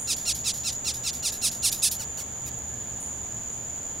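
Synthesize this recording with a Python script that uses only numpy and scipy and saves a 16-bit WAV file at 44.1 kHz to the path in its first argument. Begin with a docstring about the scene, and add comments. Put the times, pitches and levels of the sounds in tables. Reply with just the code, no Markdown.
"""A squeaking beetle at night

A beetle close by on the ground squeaks about five times a second, then gives up. It drags a scraper
over a row of fine teeth, one click a tooth: a loud push that slows down, then a fainter, brighter
return stroke. Night insects shrill over a low rumble, the soil rustles, and a far hoot sounds once."""
import sys
import numpy as np
from scipy import signal
from scipy.fft import rfft, irfft
from scipy.io import wavfile

SR = 44100
rng = np.random.default_rng(int(sys.argv[2]) if len(sys.argv) > 2 else 0)


def materialize(psi):
    """Save the field psi as 16-bit PCM at rate SR to the path in sys.argv[1].

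    A 1-D psi becomes a single channel; in a 2-D psi each row is a channel.
    """
    bounded = np.clip(np.atleast_2d(psi).T, -1, 1)
    quanta = np.round(bounded * 32767).astype(np.int16)
    wavfile.write(sys.argv[1], SR, quanta)


N = 176400  # 4 seconds

# Rumble and hiss of the night air: pitch_hz, level_db
AIR_COLOUR = [(25, -5.5), (42, -23), (60, 4), (75, -3.5), (92, -3.5), (120, -0.5), (170, -5), (230, -4.5),
              (330, -11), (780, -11.5), (1100, -18), (2720, -24), (3300, -21), (4200, -28), (5600, -27),
              (9200, -27.5), (16000, -33.5)]
# How much the air differs between left and right: pitch_hz, level_db
AIR_WIDTH = [(60, -40), (250, -11), (600, -6), (1400, -2), (4000, -5.5), (9000, -3), (16000, -20)]
# Wavering distant tones: pitch_hz, width_hz, level_db
HUMS = [(73, 9, -53), (117, 7, -54), (1684, 13, -64.5)]
# The shrill band of the insects: pitch_hz, level_db
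CHORUS_COLOUR = [(5600, -39), (6150, -25.5), (6700, 1), (6900, 5.5), (7060, 6), (7250, -2), (7420, -10),
                 (7600, -21), (8200, -72)]
# Faint rustles on the soil: start_s, decay_s, level_db
RUSTLES = [(0, 0.052, -39), (3.000, 0.065, -42), (3.51, 0.051, -54)]
# Tone of a rustle: pitch_hz, level_db
RUSTLE_COLOUR = [(1500, -40), (7000, -29), (8300, -8), (9700, -5), (11000, -18), (16000, -30)]
# Push strokes (a share runs from 0 to 1; peak_share is how far in the force is greatest):
# start_s, length_s, force_db, top_teeth_per_s, treble_db, run_up_s, peak_share
PUSH_STROKES = [(0.07, 0.077, 0.5, 1389, -1, 0.013, 0.51), (0.251, 0.079, 1.5, 1426, -2.5, 0.016, .55),
                (0.44, 0.081, 1, 1358, -3, 0.015, 0.51), (0.633, 0.081, -1, 1387, -5, 0.022, 0.55),
                (0.843, 0.08, -0.5, 1405, -5, .018, 0.45), (1.032, 0.078, -0.5, 1390, -5, 0.019, 0.6),
                (1.224, 0.085, -0.5, 1445, -1, 0.0095, 0.41), (1.414, 0.082, 1.5, 1392, 3, 0.015, 0.48),
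                (1.624, 0.077, 2.5, 1415, 3.5, .014, 0.4), (1.82, 0.071, 3, 1323, 5.5, 0.0096, 0.23),
                (1.985, 0.064, -8, 1534, -2, 0.013, 0.37), (2.169, 0.064, -10, 1535, 0.5, 0.018, 0.16),
                (2.453, 0.048, -13.5, 1307, 3, .017, 0.7)]
# How a push slows after its run-up: time_share, top_speed_share
PUSH_SLOWING = [(0, 1), (.15, .985), (.3, .945), (.5, .86), (.7, .72), (.85, .53), (1, .22)]
# Ring of the shell under a firm push: pitch_hz, level_db
SHELL_FIRM = [(600, -51.5), (2000, -21), (2600, -8), (3050, -9), (3550, -3), (4200, -3.5), (5100, 0.5),
              (6200, -2), (7800, -5), (9200, -7.5), (10700, -7), (11800, -14.5), (14300, -24.5),
              (16000, -37.5)]
# Ring of the shell under a light touch: pitch_hz, level_db
SHELL_LIGHT = [(700, -29.5), (1400, -12.5), (2000, -7.5), (2800, -6.5), (3400, -9), (6000, -3), (8500, -6),
               (9900, -10.5), (11700, -2.5), (13000, -8), (14400, -7.5), (16000, -9)]
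# Return strokes: start_s, length_s, force_db, top_teeth_per_s, fade_db
RETURN_STROKES = [(0.164, 0.086, 1, 1193, 11), (0.348, 0.081, 2.5, 1150, 16.5), (0.54, 0.092, -1, 1092, 12),
                  (0.722, 0.047, -1.5, 993, 7), (0.939, 0.08, 0, 1270, 16), (1.13, 0.081, 0, 1186, 13.5),
                  (1.321, 0.077, 3, 1365, 15), (1.514, 0.085, 3, 954, 17), (1.7162, 0.099, 9, 1280, 23.5),
                  (1.914, 0.064, 11.5, 835, 21)]
# Ring of the shell on a return stroke: pitch_hz, level_db
SHELL_RETURN = [(800, -35), (2200, -15), (3400, -2.5), (5500, 2.5), (8200, -4.5), (10000, -1),
                (12500, -0.5), (14300, -9), (16000, -12)]
# One falling hoot: start_s, length_s, pitch_hz, fall_hz, level_db
FAR_HOOT = (2, 0.05, 904, 78, -48.5)
# Tiny ticks of grit: start_s, level_db
GRIT_TICKS = [(2.587, -40.5), (3.063, -48)]
# Tone of a tick: pitch_hz, level_db
GRIT_COLOUR = [(1000, -15), (4000, -11), (11000, 7), (16000, -3)]

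AIR_DB, CHORUS_DB, PUSH_DB, TOUCH_DB, RETURN_DB = -43.5, -36.5, -3.5, -12.5, -19
PAN_DB = -1.7  # beetle, soil and chorus sit a little to the right
TREBLE_HZ = (7400, 9000)  # a treble boost starts at the first pitch and is full at the second
OPPOSITE = np.array([[1], [-1]])  # adds a sound on the left and subtracts it on the right, for width


def gain(db):
    """Turn decibels into a number to multiply by."""
    return 10 ** (np.asarray(db) / 20)


def unit(x):
    """Scale a sound to an average (rms) level of 1."""
    return x / np.sqrt(np.mean(x ** 2))


def curve(points, hz):
    """Read levels from a table of pitch_hz, level_db, filling in between its rows."""
    p = np.array(points, float)
    return np.interp(np.log(np.maximum(hz, 1)), np.log(p[:, 0]), p[:, 1])


def bins(size):
    """The pitches in the spectrum of this many samples."""
    return np.arange(size // 2 + 1) * SR / size


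def noise(db):
    """Noise shaped by a level for each pitch."""
    return unit(irfft(rfft(rng.standard_normal(N)) * gain(db), N))


def wander(rate_hz):
    """A random drift of about 1 either way, mostly slower than rate_hz."""
    return noise(-10 * np.log10(1 + (bins(N) / rate_hz) ** 4))


def ring(db):
    """The shortest click that starts at once and has the given level at each pitch."""
    cepstrum = irfft(np.log(gain(db)))
    half = len(cepstrum) // 2
    return irfft(np.exp(rfft(np.r_[cepstrum[0], 2 * cepstrum[1:half], np.zeros(half)])))


def add(out, start_s, x):
    """Mix x into out at a given time."""
    i = max(int(start_s * SR), 0)
    out[i:i + len(x)] += x[:N - i]


def pan(db):
    """Left and right gains, with the left louder by db."""
    return gain(OPPOSITE * db / 2)


def night_air():
    """Distant rumble and hiss with a few wavering tones; the bass is the same left and right."""
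    hz = bins(N)
    middle, side = (noise(curve(AIR_COLOUR, hz)) for _ in range(2))
    side = irfft(rfft(side) * gain(curve(AIR_WIDTH, hz)), N)
    hum = sum(gain(db) * noise(-20 * np.log10(1 + ((hz - pitch_hz) / width_hz * 2) ** 2))
              for pitch_hz, width_hz, db in HUMS)
    return gain(AIR_DB) * (middle + side * OPPOSITE) + hum


def insect_chorus(flutter_db=0.98, swell_db=0.97, side_db=-3.5):
    """Many far insects merge into one narrow, fluttering band."""
    colour = curve(CHORUS_COLOUR, bins(N))
    middle, side = (unit(noise(colour) * gain(flutter_db * wander(54) + swell_db * wander(0.44)))
                    for _ in range(2))
    return gain(CHORUS_DB) * pan(PAN_DB) * (middle + gain(side_db) * side * OPPOSITE)


def soil(rise_s=0.0033, tick_decay_s=0.0036):
    """Small rustles and ticks of grit: bursts of noise that die away."""
    t, rustles, ticks = np.arange(N) / SR, np.zeros(N), np.zeros(N)
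    for start_s, decay_s, db in RUSTLES:
        add(rustles, start_s, gain(db) * np.exp(-t / decay_s) * (1 - np.exp(-t / rise_s)))
    for start_s, db in GRIT_TICKS:
        add(ticks, start_s, gain(db) * np.exp(-t / tick_decay_s))
    rough_hiss = noise(curve(RUSTLE_COLOUR, bins(N))) * gain(2 * wander(250))
    return rustles * rough_hiss + ticks * noise(curve(GRIT_COLOUR, bins(N)))


def scrape(teeth_per_s, uneven_share, *voices, tooth_spread_db=.4, grit_db=-9.5):
    """Each tooth passed makes a gritty click. A voice is a level over time and a ring of the shell."""
    chance = rng.standard_normal((256, 50))  # a row per tooth: spacing, strength, then grit
    travel = np.cumsum(teeth_per_s) / SR
    teeth = np.r_[0, np.cumsum(1 + uneven_share * chance[1:, 0])]
    teeth = teeth[teeth < travel[-1]]
    hit_sample = np.interp(teeth, travel, np.arange(len(travel)))
    chance, whole = chance[:len(teeth)], hit_sample.astype(int)
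    index = whole[:, None] + np.arange(48)
    lag = index - hit_sample[:, None] - 8  # samples since the middle of each click
    grit = chance[:, 2:] * (lag > 0) * np.exp(-lag / 20) / np.sqrt(10)
    slip = np.sinc(lag) * np.exp(-(lag / 4) ** 2)
    clicks = (slip + gain(grit_db) * grit) * gain(tooth_spread_db * chance[:, 1:2])
    out = 0
    for db, shell in voices:
        scaled_clicks = gain(db[whole])[:, None] * clicks
        click_train = np.bincount(index.ravel(), scaled_clicks.ravel())
        out = out + signal.fftconvolve(click_train, shell)
    return out


def pushes(start_speed_share=.55, press_db=8, ease_db=4.5, grip_db=-1):
    """The scraper speeds up over the teeth, bites as it presses in, then slows to single clicks."""
    out, hz = np.zeros(N), bins(512)
    treble = np.interp(hz, TREBLE_HZ, (0, 1))
    for start_s, length_s, db, top_rate, treble_db, run_up_s, peak in PUSH_STROKES:
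        progress = np.linspace(0, 1, int(length_s * SR))
        early = np.maximum(1 - progress * length_s / run_up_s, 0)
        late = np.maximum((progress * length_s - run_up_s) / (length_s - run_up_s), 0)
        rate = top_rate * (1 - (1 - start_speed_share) * early ** 2)
        rate *= np.interp(late, *np.array(PUSH_SLOWING).T)
        drag = 0.77 * max(.5 - peak, 0) * gain(db / 2)  # bearing down early and hard slows the stroke
        rate *= 1 - drag * np.exp(-((late - .47) / 0.2) ** 2)
        before_peak = np.maximum(1 - progress / peak, 0)
        after_peak = np.maximum((progress - peak) / (1 - peak), 0)
        force_db = db - press_db * before_peak ** 1.08 - ease_db * after_peak ** 2.85
        slip_db = 1.3 * np.maximum(grip_db - force_db, 0)  # with too little force it stops biting
        bite_db = PUSH_DB + force_db - slip_db
        contact_db = 10 * np.log10(np.sin(np.pi * progress) + 0.022)
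        touch_db = TOUCH_DB + .4 * force_db + contact_db  # light brushing grows less than the force
        touch = ring(curve(SHELL_LIGHT, hz) + treble_db / 2 * treble)
        # the ring turns from dull to bright as the force nears its peak
        dull = ring(curve(SHELL_FIRM, hz) + (treble_db - 7) * treble)
        bright = ring(curve(SHELL_FIRM, hz) + (treble_db + 4) * treble)
        bright_db = bite_db + force_db - db
        voices = (bite_db, dull), (bright_db, bright - dull), (touch_db, touch)
        add(out, start_s, -scrape(rate, .021, *voices))  # tooth spacing varies by about 2%
    return out


def returns(ragged_db=2, lift_s=0.0079, sag_share=0.091, uneven_share=.06):
    """On its way back the scraper catches at once, fades and lifts off; harder strokes are brighter."""
    out, hz = np.zeros(N), bins(512)
    treble = np.interp(hz, TREBLE_HZ, (0, 1))
    for start_s, length_s, db, top_rate, fade_db in RETURN_STROKES:
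        progress = np.linspace(0, 1, int(length_s * SR))
        shell = ring(curve(SHELL_RETURN, hz) + .35 * db * treble)
        falter_db = ragged_db * wander(90)[:len(progress)]  # the light contact falters
        lift_db = 20 * np.log10(np.clip((1 - progress) * length_s / lift_s, .01, 1))
        level_db = RETURN_DB + db - fade_db * progress + falter_db + lift_db
        rate = top_rate * (1 - sag_share * (2 * progress - 1) ** 2)  # slower at both ends
        add(out, start_s, scrape(rate, uneven_share, (level_db, shell)))
    return out


def beetle(scatter_db=-23, scatter_s=0.0013, echo_db=-24.5, echo_s=0.04):
    """Both strokes, with a brief scatter from the ground and a faint echo from the surroundings."""
    strokes = pushes() + returns()
    t = np.arange(SR // 4) / SR
    fade = sum(gain(db) * np.exp(-t / decay_s) * np.sqrt(2 / (decay_s * SR))
               for db, decay_s in [(scatter_db, scatter_s), (echo_db, echo_s)])
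    middle, side = rng.standard_normal((2, len(t))) * fade
    tail = .6 * middle + .7 * side * OPPOSITE
    return strokes + signal.fftconvolve(strokes[None], tail, axes=1)[:, :N]


def hoot():
    """One short, wavering, falling note far away."""
    start_s, length_s, pitch_hz, fall_hz, db = FAR_HOOT
    progress = np.clip((np.arange(N) / SR - start_s) / length_s, 0, 1)
    hz = (pitch_hz - fall_hz * progress) * (1 + .01 * wander(60))
    swell = np.sin(np.pi * np.sqrt(progress))
    return gain(db) * swell * np.sin(2 * np.pi * np.cumsum(hz) / SR)


def scene():
    """The beetle in front, the night around it."""
    return pan(PAN_DB) * (beetle() + soil()) + insect_chorus() + night_air() + hoot()


def record(dry):
    """Cut away the very highest treble."""
    top_hz, slope_hz = 15800, 200
    return irfft(rfft(dry) * np.clip((top_hz - bins(N)) / slope_hz + .5, 0, 1), N)


dry = scene()
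out = record(dry)
materialize(out)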